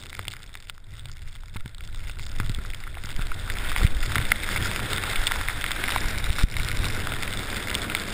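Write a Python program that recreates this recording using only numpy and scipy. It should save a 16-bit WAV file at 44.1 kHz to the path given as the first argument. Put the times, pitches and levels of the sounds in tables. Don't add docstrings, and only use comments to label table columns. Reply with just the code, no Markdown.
import sys
import numpy as np
from scipy import signal
from scipy.fft import rfft, irfft
from scipy.io import wavfile
from scipy.ndimage import uniform_filter1d

SR = 44100
rng = np.random.default_rng(int(sys.argv[2]) if len(sys.argv) > 2 else 0)


def boost(x):
    u = np.asarray(x, float) / 20
    return 10 ** u


def dump(signal):
    limited = np.clip(np.atleast_2d(signal).T, -1, 1)
    pcm = np.round(limited * 32767).astype(np.int16)
    wavfile.write(sys.argv[1], SR, pcm)


N = 358533
CAM_RATE, HOLD, SKIP_EVERY = 12000, 4, 31
M = round(N / SR * CAM_RATE) + 700

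# start/s, end/s
CATCH_UP_S = (5.82, 6.98)


def camera_time(s):
    start, end = CATCH_UP_S
    return s + np.clip(np.asarray(s) - start, 0, end - start) / SKIP_EVERY


def in_time(rows):
    s, *columns = np.transpose(rows)
    return [np.interp(np.arange(M) / CAM_RATE, camera_time(s), c) for c in columns]


def rms_one(x):
    return x / np.sqrt(np.mean(x ** 2) + 1e-20)


def evened(x, span_s):
    power = uniform_filter1d(x ** 2, round(span_s * CAM_RATE))
    return rms_one(x / np.sqrt(power + 1e-12))


def drift(rate_hz):
    r = np.exp(-2 * np.pi * rate_hz / CAM_RATE)
    noise = rng.standard_normal(M + 6000)
    return rms_one(signal.lfilter([1], [1, -2 * r, r * r], noise)[6000:])


def ring(clicks, hz, width_hz):
    r = np.exp(-np.pi * width_hz / CAM_RATE)
    w = 2 * np.pi * hz / CAM_RATE
    return signal.lfilter([0, np.sin(w)], [1, -2 * r * np.cos(w), r * r], clicks + 1e-18)


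def band(x, low_hz, high_hz):
    return signal.sosfilt(signal.butter(2, [low_hz, high_hz], "band", fs=CAM_RATE, output="sos"), x)


def below(x, edge_hz):
    return irfft(rfft(x) * (np.fft.rfftfreq(N, 1 / SR) < edge_hz), N)


def coloured(spectrum, flutter_db, rate_hz):
    hz, level_db = np.transpose(spectrum)
    grid_hz = np.fft.rfftfreq(M, 1 / CAM_RATE) + 1
    weight = boost(np.interp(np.log(grid_hz), np.log(hz), level_db))
    shaped = irfft(rfft(rng.standard_normal(M)) * weight, M)
    return rms_one(shaped * boost(flutter_db * drift(rate_hz)))


def shatter(shape, spread_s):
    t = np.arange(shape[-1]) / CAM_RATE / spread_s
    burst = rng.standard_normal(shape) * t * np.exp(-t)
    return burst / np.sqrt(np.sum(burst ** 2, axis=-1, keepdims=True))


def swells(steady_db, events, rise):
    t = np.arange(M) / CAM_RATE
    lifts = []
    for s, peak_db, fade_s in events:
        late = t - camera_time(s)
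        lifts.append(peak_db - 20 * np.maximum(late / fade_s, -late / (rise * fade_s)))
    return np.maximum(steady_db, np.max(lifts, axis=0))


# t/s, peak/dB, 20 dB fade/s
BUMPS = [(.2, -42.5, 1), (.93, -37.5, 0.28), (1.22, -35.5, 0.19), (1.58, -40.5, -0.32), (1.65, -34, 0.0849),
         (2.22, -39, 0.26), (2.455, -25, 0.11), (3.3, -32, 0.9), (3.825, -16, 0.0734), (3.975, -23.5, 0.54),
         (4.12, -26, -0.45), (4.01, -30.5, 0.25), (4.189, -17.5, 0.0769), (4.62, -27, 0.36),
         (5.03, -33, 1.04), (5.27, -33, 0.33), (5.43, -32, 0.5), (6.3, -26.5, 0.5), (6.6, -22.5, 0.49),
         (6.88, -28, 0.19)]


def shaking(tremble_db):
    return swells(tremble_db, BUMPS, rise=0.458)


# t/s, buffeting/dB, mount hum/dB, air rush/dB
AIRFLOW = [(0.0, -40.5, -47, -54.5), (0.7, -39.5, -54.5, -65), (1.1, -36.5, -40.5, -63),
           (1.5, -46.5, -54.5, -67), (2.1, -39, -40, -55.5), (2.5, -22.5, -40.5, -53),
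           (2.9, -30.5, -43, -55), (3.5, -24.5, -39, -47), (3.9, -32.5, -37.5, -44), (4.4, -24, -35, -41.5),
           (4.7, -30.5, -37, -40), (5.2, -39, -34.5, -41.5), (5.5, -31, -44.5, -52),
           (5.9, -28.5, -38, -39.5), (6.3, -24.5, -30.5, -43.5), (7.0, -25, -32.5, -39),
           (7.8, -34.5, -38.5, -39.5), (8.13, -33.5, -40.5, -39.5)]
# t/s, peak/dB, 20 dB fade/s
GUSTS = [(1.26, -30, 1), (1.62, -28, -0.13), (2.0, -25, 0.72), (2.421, -20, -0.49), (3.24, -21, 0.52),
         (3.8, -18.5, -0.7), (3.97, -7, -0.2762), (4.19, -21, 1.21), (5.0, -29.5, 0.75), (5.21, -26.5, 0.7),
         (5.37, -26, 1.32), (6.32, -21.5, 1.5), (6.48, -10, -0.15), (6.6, -15.5, 0), (6.79, -25, -3)]


def wind(lumps_db):
    flow_db, tremble_db, _ = in_time(AIRFLOW)
    buffet_db = swells(flow_db, GUSTS, rise=0.713) - 3.5
    hum_db = shaking(tremble_db) - 2.5 + 1.624 * lumps_db
    buffet = band(rng.standard_normal(M), 9.97, 23.83)
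    buffet = buffet + boost(-18.0) * band(rng.standard_normal(M), 26.4, 71.5)
    hum = ring(rng.standard_normal(M), 97.13, 35.4)
    hum = hum + boost(-17.0) * ring(rng.standard_normal(M), 45.0, 38.7)
    hum = band(band(hum, 39.1, 171.7), 39.1, 171.7)
    return boost(buffet_db) * evened(buffet, span_s=0.1) + boost(hum_db) * evened(hum, span_s=0.0507)


# f/Hz, density/dB per Hz
RUSH = [(76, 3), (130, -6), (167, -4), (215, -2.5), (287, 1), (609, -5.5), (1200, -15), (2640, -52)]


def air_rush(lumps_db):
    _, tremble_db, rush_db = in_time(AIRFLOW)
    shaken_db = np.minimum(shaking(tremble_db) - tremble_db, 15)
    rush_db = rush_db + 0.266 * shaken_db - 1.0 + lumps_db
    rush = boost(rush_db + 1.0) * coloured(RUSH, flutter_db=-1.0, rate_hz=86.0)
    drone = ring(rng.standard_normal(M) * boost(0.44 * drift(6.6)), 208.3, 31.6)
    return rush + boost(rush_db - 4.5) * rms_one(drone)


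# t/s, thickness/dB, coarseness/dB
SPRAY = [(0.0, -53, 5), (0.4, -53.5, 4.5), (0.8, -62.5, 1.5), (0.95, -57, 3.5), (1.63, -57.5, 3),
         (2.5, -47, 3.5), (2.94, -48.5, 0), (3.5, -38.5, -1.5), (3.67, -34, 1.5), (4.0, -37, 1.5),
         (4.26, -31.5, -3), (4.66, -33, -2), (5.25, -32, -2.5), (5.65, -34.5, -6), (5.9, -31.5, -5),
         (6.38, -33.5, 0), (6.59, -35.5, 1), (8.13, -34.5, -2)]
# f/Hz, density/dB per Hz
HISS = [(530, -8.5), (900, -7.5), (1200, -5.5), (1480, 1), (2140, -3), (2950, -10.5), (3540, -3.5),
        (4340, -15), (5080, -11), (5900, -11.5), (7670, -56), (13000, -120)]
# f/Hz, width/Hz, level/dB
CASE = [(950, 124, -19), (1405, 146, -0.5), (2063, 208, 0), (2194, 307, -1), (2770, 245, -6),
        (3553, 316, 2.5), (4080, 3060, -17.5), (5011, 865, 0.5)]


def spray(lumps_db):
    hiss_db, coarse_db = in_time(SPRAY)
    thick = boost(0.25 * (hiss_db + 35.5))
    grains_per_s = 600 * thick * boost(4.0 * drift(15))
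    born = rng.random(M) < grains_per_s / CAM_RATE
    sizes = born * boost(6.71 * np.minimum(rng.exponential(1, M), 2.1)) / np.sqrt(thick)
    crumble_s, patchy = 0.00054, 1.29
    patter = 0
    for hz, width_hz, db in CASE:
        share = sizes * boost(4.25 * rng.standard_normal(M))
        envelope = signal.lfilter([1], [1, -np.exp(-1 / (CAM_RATE * crumble_s))], share)
        crumble = envelope * rng.standard_normal(M)
        level = boost(db + patchy * np.roll(lumps_db, round(hz))) * np.sqrt(width_hz)
        dulling = thick ** (-0.4 * np.log2(hz / 2100))
        patter = patter + level * dulling * ring(crumble, hz, width_hz)
    hiss_level = boost(hiss_db - 2.0 + 0.725 * np.roll(lumps_db, CAM_RATE))
    hiss = hiss_level * coloured(HISS, flutter_db=1.5, rate_hz=68)
    return boost(hiss_db + coarse_db - 1.0) * rms_one(patter) + hiss


# t/s, height, build-up/s, fall/s, gain dip afterwards/dB
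SHOVES = [(3.824, -0.28, 0.0048, 0.002914, 1.5), (3.85, 0.825, 0.00151, 0.0014, 4),
          (3.164, 0.146, 0.0046, 0.0135, -1), (3.31, 0.136, 0.0045, 0.0152, 2.5),
          (3.786, -0.154, 0.0038, 0.0082, -3), (3.803, 0.1, 0.0028, .007, 2),
          (3.831, 0.114, .0025, 0.0058, -2), (3.855, -0.12, 0.0027, 0.0132, 0.5),
          (3.996, -0.077, 0.0089, 0.0046, 1), (4.018, 0.145, 0.0088, 0.0058, 0.5),
          (4.037, -.1, 0.0063, 0.0129, 1.5), (4.147, -0.083, 0.0082, 0.0037, -1.5),
          (4.193, 0.2148, 0.00204, 0.0024, 2.5), (4.252, -0.117, 0.0056, 0.0115, 0),
          (6.285, -0.11, 0.0061, 0.003, -1), (6.054, -0.095, 0.015, 0.0021, 0), (4.32, .005, .003, .003, 5),
          (1.606, 0.051, 0.0224, 0.019, 1.5), (3.935, -0.156, 0.0152, 0.0143, 0),
          (3.965, 0.22, 0.0058, 0.0033, 1.5), (5.185, -0.122, 0.0135, 0.005, -0.5),
          (5.201, 0.182, 0.0055, 0.0051, -1), (6.061, 0.12, 0.003, 0.0063, 0.5),
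          (6.172, 0.15, 0.00243, 0.00254, 1), (6.304, 0.3, 0.00217, 0.00218, 4.5),
          (6.438, -0.26, 0.013, 0.0009, -0.5), (6.441, 0.36, 0.00113, 0.0055, 12),
          (6.602, -0.14, 0.0102, 0.0012, -0.5), (6.61, 0.071, 0.0034, 0.0113, 3.5),
          (6.79, -0.128, 0.0073, 0.0039, 1), (6.803, 0.2, 0.0025, 0.00183, -1.5)]


def shoves():
    t, push, dip_db = np.arange(M) / CAM_RATE, np.zeros(M), np.zeros(M)
    for s, height, rise_s, fall_s, db in SHOVES:
        late = t - camera_time(s)
        push += height * np.exp(-0.5 * (late / np.where(late < 0, rise_s, fall_s)) ** 2)
        dip_db += db * np.clip(late / 0.00224, 0, 1) * np.clip(1 - (late - 0.05) / 0.1355, 0, 1)
    return push, boost(-dip_db)


# t/s, peak/dB, ring f/Hz, crunch/dB, crunch f/Hz
KNOCKS = [(.192, -34.5, 98, -23, 440), (0.278, -39.5, 120, -26, 510), (1.559, -27.5, 98.3, -24, 1010),
          (1.659, -29, 118.2, -30, 830), (2.401, -20.5, 105, -30.5, 870), (2.497, -23.5, 108, -31, 420),
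          (2.585, -29, 97.4, -40, 550), (2.971, -48.5, 110, -23.5, 960), (3.808, -36, 199, -17.5, 520),
          (4.166, -19.5, 99.5, -20.5, 770), (5.96, -46.5, 100, -7, 976), (4.317, -42, 100, -6.5, 1480),
          (4.318, -37, 216, -16.5, 502), (7.12, -44, 100, -21.5, 970), (3.828, -40, 197, -19, 354),
          (3.192, -24, 106, -36, 290), (3.044, -29.5, 104.7, -42.5, 330), (3.762, -33, 110, -10.5, 1250)]


def knocks():
    out = np.zeros(M)
    bursts = shatter((len(KNOCKS), 200), spread_s=0.00093)
    for (s, db, hz, crunch_db, crunch_hz), burst in zip(KNOCKS, bursts):
        at = round(camera_time(s) * CAM_RATE)
        click, crunch = np.zeros(M), np.zeros(M)
        click[at] = -boost(db)
        crunch[at:at + 200] = burst
        crunch = band(crunch + 1e-18, crunch_hz / 1.457, crunch_hz * 1.438)
        out += ring(click, hz, 20.8) + boost(3.0) * ring(click, 171.0, 119.6)
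        out += boost(crunch_db - 8.5) * crunch / np.abs(crunch).max()
    return out


def peak_one(x):
    return x / np.abs(x).max(axis=1)[:, None]


def grains(rows, spread_s, crack_db):
    lead_s, crack_turns, crack_fades = 0.0002, 0.609, 0.289
    s, peak_db, spot_hz, loss_db = np.transpose(rows)
    at = np.round((camera_time(s) - lead_s) * CAM_RATE).astype(int)
    steps = np.arange(240)
    bursts = shatter((len(at), len(CASE), 240), spread_s)
    ticks = 0
    for k, (hz, width_hz, db) in enumerate(CASE):
        level = boost(1.32 * db - loss_db * np.abs(np.log2(hz / spot_hz)))
        ticks = ticks + level[:, None] * peak_one(ring(bursts[:, k], hz, 0.957 * width_hz))
    turns = spot_hz[:, None] * np.maximum(steps / CAM_RATE - spread_s, 0)
    crack = turns * np.exp(-turns / crack_turns) * np.cos(2 * np.pi * turns)
    crack_level = boost(crack_db - crack_fades * loss_db)[:, None]
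    ticks = peak_one(ticks) + crack_level * peak_one(crack)
    ticks = boost(peak_db)[:, None] * peak_one(ticks)
    out = np.zeros(M)
    np.add.at(out, at[:, None] + steps, ticks)
    return signal.sosfilt(signal.butter(3, 720, "high", fs=CAM_RATE, output="sos"), out)


# t/s, peak/dB, spot f/Hz
BUSH_PELLETS = [(0.036, -25, 5000), (0.058, -27, 2840), (0.066, -28, 3550), (0.101, -29.0, 3550),
                (0.252, -26.5, 2840), (0.32, -27, 3550), (0.33, -26, 5000), (0.431, -28.5, 3550),
                (0.462, -34.5, 5000), (0.492, -37.5, 2100), (0.541, -28, 3550), (0.557, -39, 2100),
                (0.572, -34.5, 3550), (0.625, -33, 2840), (0.671, -34, 2840), (0.691, -37.5, 3550),
                (0.702, -36, 5000), (0.748, -38.5, 2840), (0.945, -39.5, 1400), (0.957, -47.5, 2100),
                (1.085, -33.5, 2840), (1.096, -33, 1400), (1.169, -33.5, 2100), (1.276, -33.5, 2100),
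                (1.327, -36.5, 3550), (1.353, -32.5, 3550), (1.359, -32, 1400), (1.405, -41.5, 3550),
                (1.434, -35, 950), (1.458, -34.5, 5000), (1.483, -35, 2100), (1.546, -31, 2840),
                (1.552, -37, 3550), (1.564, -27, 2840), (1.568, -25, 2100), (1.678, -32.5, 3550),
                (1.606, -31, 1400), (1.693, -38, 2840), (1.782, -31, 3550), (1.807, -28, 2090),
                (1.836, -39, 3550), (1.875, -31, 5000), (1.888, -34, 1400), (1.927, -34.0, 3550),
                (1.946, -29, 3550), (1.959, -30, 3550), (2.004, -32.5, 2840), (2.038, -34.5, 2840),
                (2.102, -31.5, 2830), (2.203, -31.5, 5000), (2.296, -30, 2840), (2.387, -24, 5000),
                (2.547, -19, 3550), (2.667, -39.5, 3550), (2.702, -24.5, 3550), (2.746, -22.5, 3560),
                (2.837, -26, 2100), (2.876, -25, 1405)]
# t/s, peak/dB, spot f/Hz
CLOUD_PELLETS = [(2.943, -31, 2100), (2.952, -27.5, 2840), (2.983, -25.5, 2080), (3.049, -26.5, 1400),
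                 (3.057, -20.5, 5000), (3.069, -29, 950), (3.09, -23.5, 2840), (3.097, -28, 2100),
                 (3.104, -24.5, 3550), (3.127, -28, 2840), (3.142, -31, 2840), (3.15, -34.5, 3550),
                 (3.163, -21.5, 5000), (3.21, -25.5, 2840), (3.215, -23.0, 1400), (3.221, -20.5, 2840),
                 (3.302, -33, 5000), (3.351, -32.5, 950), (3.477, -24, 1400), (3.504, -21, 2100),
                 (3.569, -23, 1400), (3.647, -19.5, 2840), (3.873, -20.5, 2840), (3.968, -24.5, 2100),
                 (4.004, -23.5, 3550), (4.017, -29, 950), (4.029, -18.5, 2080), (4.061, -20, 5000),
                 (4.147, -17, 3550), (4.16, -14.5, 2100), (4.168, -32, 2852), (4.2, -20, 2100),
                 (4.225, -22.5, 3550), (4.305, -22.5, 2840), (4.503, -21.5, 1400), (4.574, -17, 2100),
                 (4.625, -18, 3560), (4.662, -21, 1400), (4.792, -17, 950), (4.799, -19, 2100),
                 (4.911, -19, 2100), (4.915, -22, 2840), (4.962, -17, 3550), (5.037, -13.5, 2100),
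                 (5.098, -17, 3550), (5.163, -14, 2850), (5.275, -11, 2840), (5.312, -11.5, 950),
                 (5.358, -19, 950), (5.478, -16.5, 3550), (5.495, -21, 950), (5.499, -15, 2100)]
# t/s, peak/dB, spot f/Hz
SLOPE_PELLETS = [(5.619, -22.5, 3550), (5.716, -11.5, 3550), (5.762, -22, 2100), (5.878, -16, 2100),
                 (5.892, -14, 1400), (5.909, -17, 3557), (5.976, -17, 3550), (5.981, -17.5, 2100),
                 (6.042, -18.5, 950), (6.084, -16, 5000), (6.149, -25, 950), (6.178, -16.5, 2110),
                 (6.184, -14.5, 5000), (6.241, -15, 3480), (6.329, -16.5, 2840), (6.384, -15, 1390),
                 (6.393, -23.5, 1400), (6.39, -15, 1400), (6.404, -25, 1400), (6.411, -15.5, 1390),
                 (6.425, -20.5, 5000), (6.433, -16, 5000), (6.5, -26.5, 3550), (6.585, -21.5, 3550),
                 (6.605, -24, 1400), (6.647, -16.5, 2853), (6.686, -12.5, 3550), (6.697, -21, 1400),
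                 (6.763, -28, 5000), (6.835, -18, 1400), (6.864, -21, 950), (6.868, -29.5, 3550),
                 (7.126, -21, 3550), (7.137, -16, 1400), (7.165, -24, 1400), (7.224, -20.5, 2100),
                 (7.336, -12, 2840), (7.372, -17, 3550), (7.392, -18.5, 3550), (7.501, -19, 3550),
                 (7.567, -15, 3550), (7.602, -18.5, 2100), (7.697, -16.5, 2840), (7.702, -19, 3550),
                 (7.713, -14, 2100), (7.744, -12.5, 3550), (7.998, -21, 3550), (8.036, -21, 2840),
                 (8.085, -24, 2100)]


def medium_grains():
    pellets = BUSH_PELLETS + CLOUD_PELLETS + SLOPE_PELLETS
    rows = [(s, db - 1.5, hz, 7) for s, db, hz in pellets]
    return grains(rows, spread_s=0.0005416, crack_db=-2.0)


# t/s, peak/dB, spot f/Hz, far-tone loss/dB per octave
BUSH_GRAINS = [(.025, -30, 3480, 6), (.096, -28, 4920, 4), (.227, -32, 3490, 13), (.303, -29, 3550, 10),
               (.311, -28, 3550, 17), (.476, -40.5, 3500, 12.5), (0.129, -22.5, 2220, 7.5),
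               (0.15, -21.5, 2020, -0.5), (0.192, -15.5, 1327, 3), (0.281, -14.5, 3450, 15.5),
               (0.317, -25, 3620, 19), (0.336, -23.5, 1390, 2), (0.366, -28, 2050, 1),
               (0.553, -17.5, 2080, -7), (0.602, -30.5, 3600, 3.5), (0.6969, -18, 2900, 5),
               (0.779, -32, 1430, -5.5), (1.056, -26.5, 2900, 21), (1.116, -24.5, 5010, 28),
               (1.5635, -26.5, 1554, 9.5), (1.659, -25.5, 1923, 3.5), (1.747, -29, 3470, 15),
               (2.096, -23, 2180, 24), (2.195, -24.5, 2200, 13), (2.265, -24, 3900, 0),
               (2.4, -14.5, 1460, 4.5), (2.495, -18.5, 3530, -2), (2.587, -29.5, 1380, 19),
               (2.65, -26.5, 1450, 12.5), (2.735, -23.5, 2440, 18.5), (2.868, -27.5, 1380, 9.5),
               (2.97, -26.5, 983, 15.5), (3.037, -22.5, 2000, 0), (3.193, -25, 1345, 15.5),
               (3.269, -21.5, 3547, -1), (3.317, -18.5, 1320, 38.5)]
# t/s, peak/dB, spot f/Hz, far-tone loss/dB per octave
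CLOUD_GRAINS = [(3.5, -14, 1840, 7), (3.585, -18.5, 3500, 12.5), (3.717, -14.5, 1438, -1.5),
                (3.762, -10.5, 1907, 17.5), (3.815, -18.5, 1407, 20.5), (3.866, -14.5, 2300, 5),
                (4.102, -23.5, 953, 24.5), (4.119, -16, 1400, -1.5), (4.156, -6, 1400, 4.5),
                (4.182, -10.5, 1806, 11.5), (4.252, -17, 3450, 9), (4.318, -2.5, 2154, 28),
                (4.434, -14.5, 1970, 4.5), (4.489, -13.5, 1500, -3), (4.561, -10.5, 2077, 18),
                (4.655, -15, 1406, 14), (4.714, -14, 2220, 19), (4.761, -7.5, 2116, 12),
                (4.931, -10.5, 3530, 2.5), (4.981, -14, 1900, 5), (5.133, -17.5, 1240, 3),
                (5.158, -11, 2070, 7), (5.269, -5.5, 3550, 18.5), (5.319, -7.5, 1854, -1.5),
                (5.412, -14.5, 1570, 2), (5.485, -8.5, 1810, 2.5), (5.612, -15.5, 3520, 9.5),
                (5.641, -8, 2150, 9), (5.663, -14, 3100, 8), (5.708, -11.5, 1990, 4.5)]
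# t/s, peak/dB, spot f/Hz, far-tone loss/dB per octave
SLOPE_GRAINS = [(5.839, -10, 2050, 23), (5.883, -9.5, 2150, 21), (5.904, -13, 2130, 7),
                (5.921, -8.5, 2236, 20), (5.961, -7, 948, 7), (6.267, -18.5, 1490, 6.5),
                (6.522, -25, 2270, 12), (6.541, -20.5, 2000, 6), (6.567, -13.5, 2230, 10.5),
                (6.598, -17.5, 2110, 8), (6.677, -18.5, 2220, 1.5), (6.719, -25.5, 1600, 4),
                (6.843, -14, 2000, 7.5), (6.901, -21.5, 2180, 15.5), (7.021, -23, 2090, 17.5),
                (7.071, -14.5, 1430, -4), (7.12, -14, 1378, 16.5), (7.232, -12.5, 2200, 3),
                (7.277, -18, 2441, 11), (7.327, -15.5, 3200, -2.5), (7.432, -20, 1330, 17),
                (7.684, -16.5, 1840, -3), (7.751, -8.5, 3245, 15.5), (7.818, -15.5, 3470, 12.5),
                (7.899, -14.5, 2340, 9.5), (7.919, -17.5, 1460, 2.5), (7.9494, -4.5, 2362, 9),
                (7.967, -17, 3450, 19)]


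def large_grains():
    lumps = BUSH_GRAINS + CLOUD_GRAINS + SLOPE_GRAINS
    rows = [(s, db - 1, hz, loss_db) for s, db, hz, loss_db in lumps]
    return grains(rows, spread_s=0.0004824, crack_db=3.0)


def camera(x):
    zero, pole = 0.875, 0.7
    x = signal.lfilter([1, 2 * zero, zero ** 2], [1, 2 * pole, pole ** 2], x)
    x = x * ((1 + pole) / (1 + zero)) ** 2
    x = 0.8486 * np.tanh(x / 0.841)
    fast_rate = CAM_RATE * HOLD
    t = np.arange((M - 600) * HOLD) / fast_rate
    source = np.floor(camera_time(t) * fast_rate + 1e-6).astype(int)
    return signal.resample_poly(x[source // HOLD], 147, 160)[:N]


def scene():
    push, gain = shoves()
    lumps_db = 1.5 * drift(9.8)
    swamped = 1 / (1 + uniform_filter1d(np.abs(push), size=500) / 0.03)
    air_and_snow = swamped * wind(lumps_db) + air_rush(lumps_db) + spray(lumps_db)
    strikes = knocks() + medium_grains() + large_grains()
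    return camera(gain * air_and_snow + strikes + push)[None]


def band_limit(x):
    return signal.sosfilt(signal.butter(12, 16630, fs=SR, output="sos"), x)


def record(dry):
    full, body = below(dry, edge_hz=15880), below(dry, edge_hz=15270)
    top = full - body
    power = uniform_filter1d(top ** 2, size=1500)
    stands_out = power > boost(1.5) * uniform_filter1d(power, size=12000)
    keep = uniform_filter1d(1.0 * stands_out, size=500)
    return band_limit(body + boost(-13) * keep * top)


dry = scene()
out = record(dry)
dump(out)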